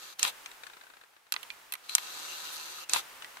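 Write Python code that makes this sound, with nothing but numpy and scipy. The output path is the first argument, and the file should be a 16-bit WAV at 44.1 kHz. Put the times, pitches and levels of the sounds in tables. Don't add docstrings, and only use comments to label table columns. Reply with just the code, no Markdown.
import sys
import numpy as np
from scipy import signal
from scipy.fft import rfft, irfft
from scipy.io import wavfile
from scipy.ndimage import uniform_filter1d

SR = 44100
rng = np.random.default_rng(int(sys.argv[2]) if len(sys.argv) > 2 else 0)


def waveform_to_disk(signal):
    frames = np.transpose(np.atleast_2d(signal))
    scaled = np.clip(frames, -1, 1) * 32767
    samples = np.round(scaled).astype(np.int16)
    wavfile.write(sys.argv[1], SR, samples)


N = 149940

# (time [s], knock level [dB], clack level [dB], snap level [dB], tick level [dB],
# left minus right [dB], pitch of the struck spot [Hz], its t60 [s], contact time [s])
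CLICKS = [(0.194,-54,-41,-36.5,-38,-2,3040,.02,0.00055), (0.2294,-39,-31,-20.5,-38,-2.5,2450,0.016,0.00086),
          (.25,-30.5,-27.5,-42,-41,6,1420,0.014,0.00068), (0.4597,-49.5,-42.5,-45,-72,1,2420,0.039,0.0013),
          (.5135,-58,-52.5,-55,-70,4,3840,.012,0.0036), (1.3221,-42,-31,-31.5,-29.5,-6,4310,0.008,0.00095),
          (1.339,-39,-36,-39,-50,-10,4500,0.0087,0.0014),
          (1.363,-41.5,-33.5,-56,-59,-2.5,2000,0.013,0.00061),
          (1.4291,-59,-43.5,-51,-48.5,-9,2966,0.032,0.0022),
          (1.5026,-65,-39,-52.5,-70,-9,2400,0.07,0.00042),
          (1.7228,-48.5,-40.5,-43.5,-34.5,-2.5,2590,0.036,0.00029),
          (1.7374,-44,-39,-44,-37,-4.5,2000,0.028,0.00019), (1.7527,-46,-47,-53,-55,-2.5,2350,.02,0.00075),
          (1.894,-53,-39,-46,-49,2,4070,0.035,.0008),
          (1.9511,-37.5,-30.5,-17.5,-24.5,-1.5,3480,.014,0.00074),
          (1.9818,-38.5,-34.5,-41.5,-42,0.5,2230,0.013,0.00056),
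          (2.895,-54,-43,-33,-44,-2,2510,0.055,0.0014), (2.9343,-36.5,-33.5,-21,-35,-5,2655,0.029,0.00097),
          (2.9432,-33,-38,-47,-43,-2,3660,0.014,0.0012), (2.961,-32,-30.5,-44,-51,7,922,0.034,0.00091),
          (3.221,-46.5,-45.5,-53,-63,4,2910,0.044,0.0035), (3.2447,-51,-44.5,-54,-61,-1,1960,0.047,0.0016),
          (3.3696,-46.5,-50,-56,-72,6,1570,.03,0.0016)]
# (low [Hz], high [Hz], crack decay [s], shell ring against crack [dB])
CLICK_REGISTERS = [(755, 1610, 0.0012, -8), (1780, 4000, 0.0018, -11), (5060, 8770, 0.00054, -6),
                   (9500, 13150, 0.00052, -18.5)]
# (centre frequency [Hz], level [dB], t60 [s])
SHELL_MODES = [(1005,2,0.035), (1237,4,0.036), (1466,4.5,0.02), (1800,-7.5,0.033), (2360,-22,0.054),
               (2720,8,0.025), (3180,4.5,0.03), (4150,15,0.013), (6260,4.5,0.011), (7350,-1,0.0085),
               (7940,5,0.009), (9040,-9,0.0087), (11250,-17,.008), (12200,0.5,.007)]
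# (time [s], level [dB])
RING_TICKS = [(.634, -44), (.6665, -44.5), (0.698, -51), (0.734, -51.5), (.768, -52), (.811, -51),
              (0.835, -53.5), (.867, -54.5), (.9, -53.5), (0.9367, -54), (.968, -55), (1.012, -53.5),
              (1.036, -55.5), (1.133, -64.5), (1.1647, -58.5), (1.266, -61)]
# (frequency [Hz], level [dB])
RING_COLOUR = [(200, -18), (500, -7.5), (900, -4.5), (1200, -4.5), (1550, 8), (2000, -10.5), (2500, -3),
               (3100, -13), (3800, -4.5), (5000, -19), (8000, -20), (15000, -48)]
# (start [s], stop [s], level at mid-run [dB], mean gear rate [Hz])
MOTOR_RUNS = [(-.02, 0.135, -46.5, 125), (0.183, 0.301, -39.5, 224), (1.83, 1.896, -54.5, 133),
              (1.886, 2.839, -41.5, 157.5), (2.887, 3.008, -38, 224.7)]
# (frequency [Hz], level [dB])
MOTOR_COLOUR = [(40, -24), (150, -27), (350, -17), (680, -12), (950, -6), (1500, -5.5), (2200, -9),
                (3700, -10.5), (5000, -11.5), (6500, -9), (8500, -13.5), (10500, -14), (13000, -10),
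                (14000, -19), (16000, -29)]
# (frequency [Hz], width [Hz], level [dB], left minus right [dB])
BARREL_MODES = [(390, 140, -5, 8), (880, 69, -6, 11), (1250, 94, 0.5, 3), (2730, 100, 4, -6),
                (3650, 590, 1, 13), (4020, 300, 1, 12), (4370, 300, 3, -7), (6120, 270, 0.5, 3),
                (7900, 380, -3.5, -19)]
# (start [s], stop [s], centre frequency [Hz], width [Hz], level [dB])
WHINES_AND_HISS = [(1.885, 1.945, 4130, 480, -44), (2.275, 2.35, 2780, 170, -48),
                   (2.45, 2.49, 2820, 170, -51), (2.805, 2.844, 2800, 220, -50),
                   (2.03, 2.777, 1000, 14, -62), (2.51, 2.558, 10900, 5000, -48)]
# (start [s], stop [s], level before the housing [dB])
RUBS = [(0.227, 0.292, -32.5), (2.93, 2.991, -32.5)]
# (frequency [Hz], level [dB])
RUB_COLOUR = [(30, -30.5), (120, -21), (300, -16.5), (600, -13), (950, 2), (1500, -7), (2000, -2.5),
              (3800, 1), (5000, -8.5), (8000, -7.5), (12500, -7.5), (15500, -23)]
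# (time [s], level [dB])
AIR_LEVEL = [(0, -57), (.17, -59.5), (.3, -50), (.42, -50.5), (.56, -52.5), (.79, -56), (1.08, -62),
             (1.22, -64), (1.314, -64), (1.349, -50.5), (1.47, -52), (1.68, -55.5), (1.85, -56),
             (2.86, -55.5), (3.03, -48.5), (3.4, -51)]
# (frequency [Hz], level [dB])
AIR_COLOUR = [(25, -12.5), (100, -15), (220, -13), (400, -5.5), (650, -3.5), (900, 1), (1550, 0),
              (2100, -1.5), (3000, -4), (5000, -9), (9000, -11), (15000, -13.5)]

CLICK_GAIN_DB, CLICK_WINDOW_S = 0, 0.0083
SPOT_DB = -1.5
REBOUND_S, REBOUND_DB, TAIL_S, TAIL_DB = 0.0042, -12, 0.0042, -10
THUD_DB, THUD_DECAY_S, THUD_HZ = -28, 0.011, 300
RING_RISE_S, RING_DECAY_S, RING_GAIN_DB, RING_PAN_DB = 0.0015, 0.0055, 2.3, 4.5
RING_BRIGHTEN = 0.37
MOTOR_RISE_S, MOTOR_FALL_S, MOTOR_ARCH_DB = 0.0098, 0.0044, 3
TOOTH_DECAY, TOOTH_DEPTH, TOOTH_SCATTER_DB = 0.53, 1, 4.5
SPEED_WOBBLE, LOAD_DB = 0.012, -0.1
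BARREL_SWELL_DB, BARREL_SWELL_HZ, BARREL_DB = 1.5, 9, -0.5
WHINE_FADE_S = 0.012
HOUSING_DB, HOUSING_DECAY_S, HOUSING_TOP_HZ = -3, 0.0097, 5000
RUB_RISE_S, RUB_FALL_S, RUB_GRAIN_DB = 0.0049, 0.0064, 2
AIR_LIKENESS, MOTOR_LIKENESS, RUB_LIKENESS, CLICK_LIKENESS = 0.25, 0.033, -0.05, -0.12
TOP_HZ = 15500


def undb(db):
    return 10 ** (np.asarray(db) / 20)


def unit(x):
    return x / np.sqrt(np.mean(x ** 2) + 1e-20)


def pan(db):
    return unit(undb(np.array([[db], [-db]]) / 2))


def pair(size, likeness):
    mid, side = rng.standard_normal((2, size))
    c = np.clip(likeness, -.95, .95)
    opposed = side * np.array([[1], [-1]])
    return (np.sqrt(1 + c) * mid + np.sqrt(1 - c) * opposed) / np.sqrt(2)


def walk(rate):
    hold = int(SR / rate)
    steps = np.repeat(rng.standard_normal(N // hold + 1), hold)
    return unit(uniform_filter1d(steps, hold)[:N])


def colour(x, points, tilt_db=0):
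    size = x.shape[-1]
    f = np.maximum(np.arange(size // 2 + 1) * SR / size, 1)
    hz, db = np.array(points).T
    curve_db = np.interp(np.log(f), np.log(hz), db) + tilt_db * np.log2(f)
    return unit(irfft(rfft(x) * undb(curve_db), size))


def band(x, lo, hi, order=3):
    edges = [lo, min(hi, SR / 2 - 1000)]
    return signal.sosfilt(signal.butter(order, edges, "band", fs=SR, output="sos"), x)


def gate(start, stop, rise, fall):
    t = np.arange(N) / SR
    return np.clip((t - start) / rise, 0, 1) * np.exp(-np.maximum(t - stop, 0) / fall)


def burst(x, db):
    energy = np.sum(x ** 2, axis=-1, keepdims=True)
    return x * undb(db) / np.sqrt(energy / (CLICK_WINDOW_S * SR))


def add(out, at, x):
    i = int(at * SR)
    out[:, i:i + x.shape[1]] += x[:, :N - i]


def mode(t, hz, t60):
    return np.exp(-np.log(1000) * t / t60) * np.sin(2 * np.pi * (hz * t + rng.random((2, 1))))


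def clicks(size=4096):
    out, t = np.zeros((2, N)), np.arange(size) / SR
    for at, knock_db, clack_db, snap_db, tick_db, pan_db, spot_hz, spot_t60, contact in CLICKS:
        push = np.sin(np.pi / 2 * np.minimum(t / contact, 1)) ** 2
        ring = 0
        for hz, db, t60 in SHELL_MODES:
            detune = 1 + 0.0096 * rng.standard_normal()
            ring = ring + undb(db) * mode(t, hz * detune, t60)
        noise = pair(size, CLICK_LIKENESS)
        sound = burst(mode(t, spot_hz, spot_t60) * push, clack_db + SPOT_DB)
        levels = (knock_db, clack_db, snap_db, tick_db)
        for (lo, hi, decay, ring_db), db in zip(CLICK_REGISTERS, levels):
            crack = np.exp(-np.maximum(t - contact, 0) / decay)
            rebound = undb(REBOUND_DB) * np.exp(-abs(t - contact - REBOUND_S) / decay)
            tail = undb(TAIL_DB) * np.exp(-t / TAIL_S)
            grit = unit(band(noise, lo, hi)) * (crack + rebound + tail)
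            shell = undb(ring_db) * band(ring, lo, hi)
            sound = sound + burst((grit + shell) * push, db)
        thud = band(pair(size, CLICK_LIKENESS) * np.exp(-t / THUD_DECAY_S), 20.6, THUD_HZ, order=1)
        sound = sound + burst(thud, knock_db + THUD_DB)
        add(out, at, undb(CLICK_GAIN_DB) * pan(pan_db) * sound)
    return out


def lens_motor():
    t, drive = np.arange(N) / SR, 0
    for start, stop, db, gear_hz in MOTOR_RUNS:
        turns = np.cumsum(gear_hz * (1 + SPEED_WOBBLE * walk(8.5))) / SR
        tooth_gains = undb(TOOTH_SCATTER_DB * np.tanh(rng.standard_normal(N // 20)))
        teeth = tooth_gains[turns.astype(int)]
        rasp = unit(1 + TOOTH_DEPTH * teeth * np.exp(-(turns % 1) / TOOTH_DECAY))
        progress = np.clip((t - start) / (stop - start), 0, 1)
        arch_db = MOTOR_ARCH_DB * (np.sin(np.pi * progress) - 1)
        drive = drive + rasp * gate(start, stop, MOTOR_RISE_S, MOTOR_FALL_S) * undb(db + arch_db)
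    whir = unit(colour(pair(N, MOTOR_LIKENESS), MOTOR_COLOUR) + undb(BARREL_DB) * barrel())
    return whir * drive * undb(LOAD_DB * walk(28))


def barrel():
    out = 0
    for hz, width, db, pan_db in BARREL_MODES:
        ringing = signal.lfilter(*signal.iirpeak(hz, hz / width, fs=SR), pair(N, MOTOR_LIKENESS))
        swell_db = BARREL_SWELL_DB * walk(BARREL_SWELL_HZ)
        out = out + ringing * pan(pan_db) * undb(db + swell_db)
    return unit(out)


def whines_and_hiss():
    out = 0
    for start, stop, hz, width, db in WHINES_AND_HISS:
        strand = unit(band(pair(N, MOTOR_LIKENESS), hz - width / 2, hz + width / 2, order=2))
        out = out + strand * gate(start, stop, WHINE_FADE_S, WHINE_FADE_S) * undb(db)
    return out


def rubs():
    press = sum(undb(db) * gate(start, stop, RUB_RISE_S, RUB_FALL_S) for start, stop, db in RUBS)
    skin = colour(pair(N, RUB_LIKENESS), RUB_COLOUR)
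    catches = unit(undb(RUB_GRAIN_DB * walk(350)))
    return skin * press * catches


def housing(x, size=2048):
    tail = rng.standard_normal((2, size)) * np.exp(-np.arange(size) / SR / HOUSING_DECAY_S)
    tail = tail / np.sqrt(np.sum(tail ** 2, axis=1, keepdims=True))
    tail = band(tail, 260, HOUSING_TOP_HZ, order=1)
    answer = signal.fftconvolve(x, tail, axes=1)[:, :N]
    return (x + undb(HOUSING_DB) * answer) / np.sqrt(1 + undb(HOUSING_DB) ** 2 / 2)


def ring_ticks(size=2048):
    out, t = np.zeros((2, N)), np.arange(size) / SR
    usual_db = np.median(np.array(RING_TICKS)[:, 1])
    shape = np.minimum(t / RING_RISE_S, 1) * np.exp(-t / RING_DECAY_S)
    for at, db in RING_TICKS:
        tilt_db = RING_BRIGHTEN * max(db - usual_db, 0)
        scuff = colour(pair(size, CLICK_LIKENESS), RING_COLOUR, tilt_db)
        add(out, at, pan(RING_PAN_DB) * burst(scuff * shape, db + RING_GAIN_DB))
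    return out


def air():
    db = np.interp(np.arange(N) / SR, *np.array(AIR_LEVEL).T)
    return colour(pair(N, AIR_LIKENESS), AIR_COLOUR) * undb(db)


def scene():
    return clicks() + ring_ticks() + whines_and_hiss() + housing(lens_motor() + rubs()) + air()


def record(dry):
    top_cut = signal.ellip(8, .2, 80, TOP_HZ, fs=SR, output="sos")
    return signal.sosfilt(top_cut, np.clip(dry, -1, 1))


dry = scene()
out = record(dry)
waveform_to_disk(out)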